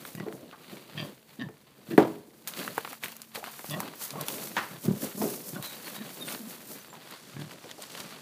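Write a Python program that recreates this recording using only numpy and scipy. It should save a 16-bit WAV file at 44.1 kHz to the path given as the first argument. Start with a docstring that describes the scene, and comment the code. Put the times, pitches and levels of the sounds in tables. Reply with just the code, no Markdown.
"""Straw scuffs and a snapping stalk come first, then close pigs' short fluttering grunts as they root about.
Grunts: fold pulses chopped by a flapping palate, through chest, snout and nose resonances.
Straw: shaped noise and clumped cracks, with a gain curve per layer; snaps: short resonated noise bursts.
Hollow wood is knocked now and then: a blow and rattle excite decaying modes, a noisy tail fills in between.
Behind: quiet open air as shaped noise, and for a while a faint wavering sine hum."""
import sys
import numpy as np
from scipy import signal
from scipy.fft import rfft, irfft
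from scipy.io import wavfile
from scipy.ndimage import uniform_filter1d

SR = 44100
rng = np.random.default_rng(int(sys.argv[2]) if len(sys.argv) > 2 else 0)


def generate_wav(sig):
    """Save sig (samples, or channels by samples) to the path in sys.argv[1] as 16-bit PCM at SR."""
    pcm = np.round(np.clip(np.atleast_2d(sig).T, -1, 1) * 32767).astype(np.int16)
    wavfile.write(sys.argv[1], SR, pcm)


N = 362061


def gain_of(db):
    """Decibels to gain."""
    return 10 ** (np.asarray(db) / 20)


def evened(x):
    """Scales to rms 1."""
    return x / np.sqrt(np.mean(x ** 2) + 1e-20)


def typical(x):
    """Scales so that the median short-time rms, between the cracks, is 1."""
    return x / np.sqrt(np.median(uniform_filter1d(x ** 2, size=200)))


def add(mix, start_s, sound):
    """Mixes a sound in at start_s."""
    part = mix[round(start_s * SR):][:len(sound)]
    part += sound[:len(part)]


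def high_passed(x, order, cutoff_hz):
    """Butterworth high-pass."""
    return signal.sosfilt(signal.butter(order, cutoff_hz, "high", fs=SR, output="sos"), x)


def resonate(x, hz, width_hz):
    """Shifts hz down to zero, smooths, and shifts back: a resonance of gain 1."""
    turn = np.exp(2j * np.pi * np.cumsum(hz * np.ones(len(x))) / SR)
    r = np.exp(-np.pi * width_hz / SR)
    return 2 * (turn * signal.lfilter([1 - r], [1, -r], x / turn)).real


def resonate_twice(x, hz, width_hz):
    """Two resonances in series, the second twice as wide."""
    return resonate(resonate(x, hz, width_hz), hz, 2 * width_hz)


def coloured(x, points):
    """Filters x by the (hz, db) points, then scales to rms 1."""
    point_hz, point_db = np.transpose(points)
    hz = np.fft.rfftfreq(len(x), 1 / SR)
    db = np.interp(np.log(hz + 1), np.log(point_hz), point_db)
    return evened(irfft(rfft(x) * gain_of(db), len(x)))


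def drift(per_s, size=N):
    """Slow random curve of rms 1."""
    hz = np.fft.rfftfreq(size, 1 / SR)
    spectrum = rfft(rng.standard_normal(size)) * (hz > 0) / (1 + (hz / per_s) ** 2)
    return evened(irfft(spectrum, size))


def curve(rows):
    """Joins the rows of a table over the whole time."""
    s, *columns = np.transpose(rows)
    return [np.interp(np.arange(N) / SR, s, c) for c in columns]


# air spectrum: freq_hz, relative_db
AIR_SPECTRUM = [(29, -41.5), (50, 9), (113, -13), (137, 3), (191, -6), (226, 0.5), (249, -16), (733, -23),
                (2010, -30), (10200, -26.5), (12700, -32), (15400, -28)]
AIR_LEVEL_DB = -61.5
# hum: time_s, pitch_hz, level_db
HUM_PATH = [(2.1, 226, -87), (2.4, 220.5, -60.5), (3.5, 224, -59.5), (3.8, 222, -78)]


def air():
    """Shaped noise for open air, plus a sine hum wavering in pitch."""
    hz, db = curve(HUM_PATH)
    hum = gain_of(db) * np.sin(2 * np.pi * np.cumsum(hz * (1 + 0.01 * drift(2.5))) / SR)
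    noise = rng.standard_normal(N) * gain_of(0.64 * drift(6.4))
    return gain_of(AIR_LEVEL_DB) * coloured(noise, AIR_SPECTRUM) + hum


def crackle(per_s, spread_db, bed, clump_db):
    """Clumped tiny cracks of random size over a bed of rubbing noise."""
    size_db = spread_db * np.minimum(rng.exponential(1, N), 3.8)
    cracks = (rng.random(N) < per_s / SR) * gain_of(size_db)
    decay_s = 0.0022
    burst = signal.lfilter([1], [1, -np.exp(-1 / (decay_s * SR))], cracks)
    return rng.standard_normal(N) * (bed + evened(burst)) * gain_of(clump_db * drift(8.8))


# scuffs: peak_s, rise_s, fall_s (each per 20 dB), hiss_db, crunch_db, shove_db
SCUFF_EVENTS = [(.075, 0.4, 0.24, -50.5, -52.5, -70.5), (.334, 0.15, 0.222, -57, -76, -41),
                (.723, 0.23, 0.47, -57.5, -53.5, -49.5), (1.048, 0.26, 0.2, -57, -49.5, -46),
                (1.3, 0.098, 0.49, -64.5, -59.5, -74), (1.921, 0.15, 0.17, -54.5, -49.5, -44),
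                (1.985, 0.016, 0.19, -46.5, -46, -28), (2.479, 0.0067, 0.053, -37, -42.5, -66),
                (2.588, 0.085, 0.26, -42, -38, -42.5), (2.908, 0.62, 0.12, -49, -47.5, -57),
                (3.039, 0.03, 0.18, -46, -41.5, -49), (3.352, 0.0147, 0.078, -42.5, -38.5, -52),
                (3.442, 0.0275, 0.41, -54, -48.5, -74), (3.707, 0.58, 0.16, -46, -50.5, -58),
                (3.811, 0.12, 0.21, -50.5, -44.5, -39), (4.025, 0.079, 0.15, -40, -46.5, -69),
                (4.216, 0.27, 0.25, -53.5, -45, -46.5), (4.291, 0.061, 0.57, -39, -40.5, -40),
                (4.854, 0.073, 0.071, -43, -49, -36), (5.044, 0.19, 0.11, -39, -44, -38.5),
                (5.248, 0.15, 0.29, -38, -47.5, -36.5), (5.483, 0.14, 0.21, -42, -57, -55.5),
                (5.637, 0.043, 0.36, -41.5, -43.5, -57), (5.867, 0.12, 0.119, -41.5, -39, -45.5),
                (5.96, 0.061, 0.057, -43.5, -45, -53.5), (6.11, 0.55, 0.073, -53, -47.5, -47.5),
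                (6.306, 0.3, 0.23, -44, -44, -45), (6.51, 0.11, 0.116, -45, -48.5, -48.5),
                (6.715, 0.13, 0.11, -44.5, -52.5, -52), (7.119, 0.28, 1, -49.5, -49.5, -55.5),
                (7.418, 0.081, 0.146, -50, -49.5, -52), (7.518, 0.056, 0.069, -47, -49, -48.5),
                (7.712, 0.21, 0.14, -51, -51, -65.5), (7.827, 0.065, 0.083, -43, -43, -70),
                (7.988, 0.26, 0.43, -40, -42.5, -50.5)]
# rustle of the herd between scuffs: time_s, hiss_db, crunch_db, shove_db
RUSTLE_LEVELS = [(0, -78, -56.5, -49.5), (.6, -77, -59, -64.5), (1.2, -70, -69.5, -65),
                 (1.7, -73.5, -63, -63.5), (2.3, -79, -71.5, -58.5), (3.3, -70, -64, -68),
                 (4, -56, -72, -73), (5.2, -71, -52, -55), (6.6, -56, -55, -55), (7.3, -53, -59.5, -61),
                 (8.2, -63, -72, -53.5)]


def scuffing(column, lag_s=0, stretch=1):
    """Gain curve of one straw layer: background rustle plus a rise and fall per scuff, summed as power."""
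    t = np.arange(N) / SR - lag_s
    power = gain_of(2 * curve(RUSTLE_LEVELS)[column])
    for peak_s, rise_s, fall_s, *levels_db in SCUFF_EVENTS:
        span_s = [peak_s - 2 * stretch * rise_s, peak_s + 2 * stretch * fall_s]
        near = slice(*np.searchsorted(t, span_s))
        slope = np.maximum((peak_s - t[near]) / rise_s, (t[near] - peak_s) / fall_s) / stretch
        power[near] += gain_of(2 * (levels_db[column] - 20 * slope))
    return np.sqrt(power)


# straw layer spectra: freq_hz, relative_db
HISS_SPECTRUM = [(2000, -44), (4500, -6), (5600, -1.5), (9000, -1), (13000, 2.2), (15400, 1),
                 (16500, -56.5)]
CRUNCH_SPECTRUM = [(300, -5.5), (600, 0.5), (1100, 3.5), (2200, 1), (4650, -0.5), (5200, -12.5),
                   (9000, -15)]
SHOVE_SPECTRUM = [(40, -48), (105, -12.5), (170, -1), (260, -0.6), (600, -7), (1200, -29.5), (2500, -76)]
DULLS_S, DULL_HZ = 6.75, 5070  # start of the fade to duller hiss; its low-pass cutoff
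SHOVE_LAG_S = 0.011  # the body's push follows the feet
SHOVE_STRETCH = 0.89  # factor on rise and fall times; below 1 is quicker


def straw():
    """Dry stalks hiss and crunch; bodies and hooves push low noise through the ground litter."""
    fine = crackle(per_s=400, spread_db=4.2, bed=2.2, clump_db=1.5)
    coarse = crackle(per_s=260, spread_db=4.6, bed=1.2, clump_db=2.0)
    low = rng.standard_normal(N) * gain_of(3.0 * drift(17.5)) + .15 * coarse
    hiss = typical(coloured(fine + 0.081 * coarse, HISS_SPECTRUM))
    dull_hiss = signal.lfilter(*signal.butter(1, DULL_HZ, fs=SR), hiss)
    dull_share = np.clip((np.arange(N) / SR - DULLS_S) / 0.4, 0, 1)
    hiss = (1 - dull_share) * hiss + dull_share * dull_hiss
    crunch = coloured(coarse + 0.17 * fine, CRUNCH_SPECTRUM)
    shove = coloured(low, SHOVE_SPECTRUM)
    return (scuffing(column=0) * hiss
            + scuffing(column=1) * crunch
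            + scuffing(column=2, lag_s=SHOVE_LAG_S, stretch=SHOVE_STRETCH) * shove)


# stalks, plus the two sharp attack clicks of the knock at 4.567 s: start_s, ring_peak_db, ring_hz,
# treble_over_ring_db
SNAP_EVENTS = [(0.0519, -27, 1590, -6.5), (0.1514, -34, 1610, 5), (0.2, -29.5, 1480, -19),
               (0.2847, -35.5, 1670, -19.5), (0.3255, -31, 1580, -12), (0.5126, -35.5, 2600, -13),
               (0.698, -33.5, 2430, -12), (1.487, -36, 846, -25), (1.9129, -32, 1110, -7),
               (1.9779, -12.5, 1670, -5), (1.983, -14, 400, -39), (2.4746, -20, 4720, 3),
               (2.5369, -26.5, 2780, -17), (2.5912, -23.5, 2030, -24), (2.6487, -28, 2520, -4),
               (2.678, -19, 1400, -9), (2.7796, -13, 990, -8), (2.8482, -24, 1180, -16),
               (2.8755, -28, 1180, -9), (2.93, -29, 1130, 2.5), (2.952, -38, 1200, -15),
               (3.028, -31.5, 990, -6), (3.0366, -18, 1970, -15), (3.042, -18, 2300, 1),
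               (3.059, -25.5, 2100, -20.5), (3.0829, -28.5, 1920, 2), (3.1199, -33, 4000, 3),
               (3.1663, -38, 4000, 12), (3.218, -27, 4500, 6), (3.3505, -33, 2266, 8),
               (3.36, -27, 2400, -5.5), (3.4411, -22.5, 1200, -4), (3.593, -29, 896, -11),
               (3.6435, -28.5, 754, -19.5), (3.698, -27, 3600, -15), (3.709, -29.5, 3370, 11),
               (3.8034, -19.5, 1080, 5), (3.936, -32.5, 1000, -19.5), (4.1063, -21.5, 3900, -21.5),
               (4.211, -34, 1120, 19.5), (4.2841, -15.5, 3700, -1), (4.5668, -24, 3260, -40),
               (4.5695, -29, 2400, -40), (5.626, -28, 2385, 6.5), (7.11, -38.5, 1530, 12),
               (7.123, -28, 1300, -29), (7.5106, -30, 2130, -29), (7.7128, -26.5, 3050, -27),
               (7.8226, -28, 8000, -4), (7.9036, -29, 4250, -10), (8.003, -22.5, 4020, -8)]
# thin pings: start_s, level_db, pitch_hz, t60_s
PING_EVENTS = [(5.623, -43, 3866, 0.67), (5.645, -40, 4121, 0.25), (5.852, -44, 4346, 0.18),
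               (5.954, -43, 3860, 0.28), (6.209, -37, 3642, 0.18), (6.272, -40, 8800, 0.152),
               (6.8, -48, 6120, 0.08), (6.21, -35, 10950, 0.064), (6.9, -44.5, 7300, 0.11)]


def snaps():
    """Each break, or sharp click of a knock, is a wide tick, a short ring and a puff of splinters; a few thin
    pings ring on."""
    out, t = np.zeros(N), np.arange(6000) / SR
    for start_s, db, hz, treble_db in SNAP_EVENTS:
        envelope = gain_of(-60 * t / 0.006) + 0.18 * gain_of(-60 * t / 0.056)  # break, splinters
        burst = rng.standard_normal(len(t)) * envelope
        ring = resonate(resonate(burst, hz, .9 * hz), hz, 2.5 * hz)
        tick = high_passed(burst, 2, 5000)
        add(out, start_s, gain_of(db) * (ring / abs(ring).max() + gain_of(treble_db) * tick / abs(tick).max()))
    for start_s, db, hz, t60_s in PING_EVENTS:
        tone = np.sin(2 * np.pi * np.cumsum(hz + 45 * drift(45, size=len(t))) / SR)
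        flicker = gain_of(3.5 * drift(45, size=len(t)))
        attack = np.minimum(t / 0.0028, 1)
        add(out, start_s, gain_of(db - 60 * t / t60_s) * tone * flicker * attack)
    return out


# knocks: start_s, level_db, centre_hz, spread_octaves, t60_factor
KNOCK_EVENTS = [(0.265, -18.5, 390, 0.52, 0.74), (0.528, -29.5, 1040, 0.44, 0.54),
                (1.489, -31, 334, 1.1, 0.61), (1.909, -21, 313, 0.19, 1), (1.98, 2, 387, 1.09, 0.76),
                (2.777, -28, 576, 0.58, 0.59), (3.035, -29, 1030, 1.1, 0.54), (3.375, -25, 615, 0.296, 0.6),
                (3.428, -26, 810, 0.33, 0.18), (3.472, -24.5, 955, 0.64, 0.45),
                (3.801, -23.5, 804, 0.58, 1), (4.157, -23, 700, 0.76, 0.25),
                (4.567, -10.5, 1190, 0.95, 0.89), (5.217, -12.5, 476, 0.67, 0.84),
                (6.929, -30, 770, 0.65, 0.83), (7.643, -29, 446, 0.64, 0.51),
                (7.782, -30.5, 622, 0.32, 0.33)]
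# wood modes: nominal_hz, relative_db, nominal_t60_s
WOOD_MODES = [(272.7, -2, 0.15), (348, 0, 0.33), (440.5, 5.5, 0.22), (574, -27, 0.12), (721, 7.5, 0.017),
              (878, -4, 0.197), (1001, 0, 0.1), (1570, 16.5, 0.011), (2100, 0, 0.12)]


def knocks():
    """A blow and its rattle ring the hollow wood; where it lands picks the modes."""
    out, t = np.zeros(N), np.arange(SR // 2) / SR
    for start_s, db, centre_hz, octaves, ring in KNOCK_EVENTS:
        rattle_fall = gain_of(-60 * t / 0.0068) + 0.041 * gain_of(-60 * t / (0.71 * ring))
        rattle = rng.standard_normal(len(t)) * rattle_fall
        rattle[0] = 4  # the blow itself
        body = np.zeros(len(t))
        for hz, mode_db, t60_s in WOOD_MODES:
            share = gain_of(mode_db - 4.8 * (np.log2(hz / centre_hz) / octaves) ** 2)
            tone = np.sin(2 * np.pi * hz * rng.uniform(0.92, 1.05) * t)
            mode = share * gain_of(-60 * t / (t60_s * ring)) * tone
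            body += signal.fftconvolve(rattle, mode)[:len(t)]
        # a dense noisy tail of the hollow space fills in between the modes
        width_hz = octaves * centre_hz
        tail = rng.standard_normal(len(t)) * gain_of(2.2 * drift(59, size=len(t)))
        tail = resonate(resonate(tail, centre_hz, width_hz), centre_hz, 3 * width_hz)
        tail *= gain_of(-60 * t / (0.38 * ring)) + 0.27 * gain_of(-60 * t / 0.052)
        add(out, start_s, gain_of(db) * (0.43 * body / abs(body).max() + 0.37 * tail / abs(tail).max()))
    return out


# snout resonances: nominal_hz, width_hz, relative_db
SNOUT_MODES = [(1850, 113, 2.5), (2740, 470, -2), (3270, 180, 0), (4710, 140, -6), (5800, 200, -15)]
# nose resonances: nominal_hz, width_hz, relative_db
NOSE_MODES = [(596, 126, 3), (1100, 96, 2)]
PITCH_START = .82  # starting pitch, as a share of the pitch at the loudest moment
SNOUT_SAG, NOSE_FOLLOW = 0.061, 0.25  # share the snout resonances sink; power of pitch the nose follows
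PAIRED_HZ = 240  # top pitch above which closings alternate firm and weak
OPEN_SHARE = 0.611  # rasp length over the rest of the grunt
RASP_HZ, RASP_KNEE_DB, RASP_OCTAVES_PER_DB = 1990, -41.5, 1.3  # a rasp above the knee is brighter


def grunt(length_s, loudest, chest_db, top_hz, flaps_per_s, depth, opens_s, rasp_db, mouth, nose_db,
          end_db, end_pitch, upper):
    """Uneven fold pulses, chopped by the flapping palate, boom in the chest and rasp in the snout."""
    t = np.arange(0, length_s, 1 / SR)
    size = len(t)
    depth = np.clip(depth, 0, 1)
    flap_cycle = np.cos(2 * np.pi * (flaps_per_s * t - .25))
    flap = 1 - depth + depth * np.exp(2.0 * (flap_cycle - 1))
    moments = [0, np.clip(loudest, .05, .95), 1]
    arch = np.interp(t / length_s, moments, [PITCH_START, 1, end_pitch])
    turns = np.cumsum(top_hz * arch * (1 + 0.06196 * drift(40, size=size))) / SR
    effort = gain_of(np.interp(t / length_s, moments, [0.7 * end_db, 0, end_db]))

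    paired = top_hz > PAIRED_HZ
    pulses = evened(np.diff(np.floor(turns), prepend=0) * gain_of(3 * drift(64, size=size)))
    closings = np.where(np.floor(turns) % 2 * paired, .2, 1) * pulses
    puffs = evened(np.exp(-(turns % 1) / 0.91) * rng.standard_normal(size))  # air leaks in every cycle

    throat = evened(resonate(resonate(pulses + 0.56 * puffs, 268.0, 166.0), 260.0, 240.0))
    boom = np.sin(2 * np.pi * turns) + .3 * paired * np.sin(np.pi * turns)
    boom = boom * gain_of(1.5 * drift(35, size=size))
    chest = evened(effort * flap * (boom + 0.3 * throat))

    rasp_s = OPEN_SHARE * (length_s - opens_s)
    along = (t - opens_s) / rasp_s
    voiced = np.sqrt(flap) * (evened(closings) + .55 * puffs) * np.clip(10 * along, 0, 1)
    drive = voiced * np.interp(along, [.7, 1, 1.3], [1, .2, 0])
    centre_hz = RASP_HZ * 2 ** (RASP_OCTAVES_PER_DB * max(rasp_db - RASP_KNEE_DB, 0))
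    # the rasp darkens as the snout closes
    bright_hz = np.minimum(centre_hz * 2 ** (.4 - 1.1 * np.clip(along, 0, 1)), 3300)
    snout = mouth * (1 + SNOUT_SAG * (.5 - t / length_s))
    rasp = np.zeros(size)
    for (hz, width_hz, db), factor in zip(SNOUT_MODES, [snout, upper * snout, upper * snout, 1, 1]):
        tilt_db = -15.0 * np.minimum(np.log2(hz / bright_hz), .85) ** 2
        flicker_db = 1.0 * drift(29, size=size)  # each resonance's level wavers at random
        mode = resonate_twice(drive, hz * factor, width_hz) / np.sqrt(width_hz)
        rasp += gain_of(db + tilt_db + flicker_db) * mode

    nostrils = arch ** NOSE_FOLLOW
    nose = sum(gain_of(db) * resonate_twice(voiced, hz * nostrils, width_hz)
               for hz, width_hz, db in NOSE_MODES)
    open_snout = gain_of(rasp_db) * evened(rasp) + gain_of(nose_db) * evened(nose)
    open_snout = open_snout * np.sqrt(min(rasp_s / length_s, 1))
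    return (gain_of(chest_db) * chest + open_snout) * signal.windows.tukey(size, .1)


# grunts: start_s, length_s, loudest_share, chest_db, top_pitch_hz, palate_flaps_per_s, flutter_depth_share,
#         snout_opens_s (after start), rasp_db, mouth_tract_factor, nose_db, end_db, end_pitch_share,
#         upper_snout_factor
GRUNT_EVENTS = [(0.144, 0.12, 0.62, -39.5, 190.4, 36.52, 0.9, 0.023, -52, 1.05, -50, -11, 0.85, 0.8),
                (0.944, 0.12, 0.62, -40, 170, 40, 0.82, 0.025, -39.5, 0.98, -45.5, -15, 0.71, 0.985),
                (1.387, 0.088, 0.33, -37, 268.6, 41, 0.4, 0.0064, -42.5, 0.955, -50.5, -1, 0.38, 1.14),
                (1.883, 0.08, 0.76, -37.5, 198.2, 41, 0.84, 0.027, -50.5, 0.986, -58, -15, 1, 0.81),
                (3.685, 0.11, 0.66, -38.5, 168.3, 40, 0.63, 0.017, -41, 1.016, -39.5, -8, 1.2, 1.005),
                (4.124, 0.11, 0.55, -42, 171, 40, 0.68, 0.002, -61, 1.04, -41, 0, 0.85, 1),
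                (4.706, 0.077, 0.34, -45.5, 190, 30, 0.42, 0.014, -59, 0.93, -56.5, -2, 0.793, 1.2),
                (4.851, 0.13, 0.29, -27, 181.6, 37, 0.94, .002, -54, 0.48, -62, -22, 1.02, 0.88),
                (5.144, 0.15, 0.62, -35, 216.5, 34.7, 0.74, 0.0257, -68.5, 0.72, -48, -14, .88, 1.1),
                (5.527, 0.078, 0.5, -38.5, 180.6, 32.3, 0.73, 0.014, -46.5, 0.79, -44.5, -1, 0.843, 1.3),
                (5.973, 0.083, 0.6, -43.5, 217, 31, 0.6, 0.0045, -54, 0.96, -56, -16, 0.79, 0.95),
                (6.395, 0.088, 0.15, -45, 218, 28, 0.6, .004, -72, 0.85, -67, -5, 1.05, 1),
                (7.336, 0.14, 0.51, -41.5, 152.5, 39.6, 0.84, 0.023, -55.5, 0.887, -56, -12, 0.95, 0.74)]


def grunts():
    """All grunts, with a short decaying-noise tail from ground and fence."""
    pigs, t = np.zeros(N), np.arange(8000) / SR
    for start_s, *settings in GRUNT_EVENTS:
        add(pigs, start_s, grunt(*settings))
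    tail = rng.standard_normal(len(t)) * (t > .008) * gain_of(-60 * t / 0.23)
    return pigs + gain_of(-9.5) * signal.fftconvolve(pigs, tail / np.linalg.norm(tail))[:N]


def scene():
    """Sums all sources; grunts and knocks are high-passed to keep the deep bass thin."""
    thinned = high_passed(grunts() + knocks(), 2, 85)
    return (thinned + straw() + snaps() + air())[None]


def record(dry):
    """The microphone drops the deep bass; then the band limit."""
    thin = high_passed(dry, 4, 100)
    band_limit = signal.firwin(511, 15500, window=("kaiser", 9), fs=SR)
    return signal.oaconvolve(thin, band_limit[None], "same")


dry = scene()
out = record(dry)
generate_wav(out)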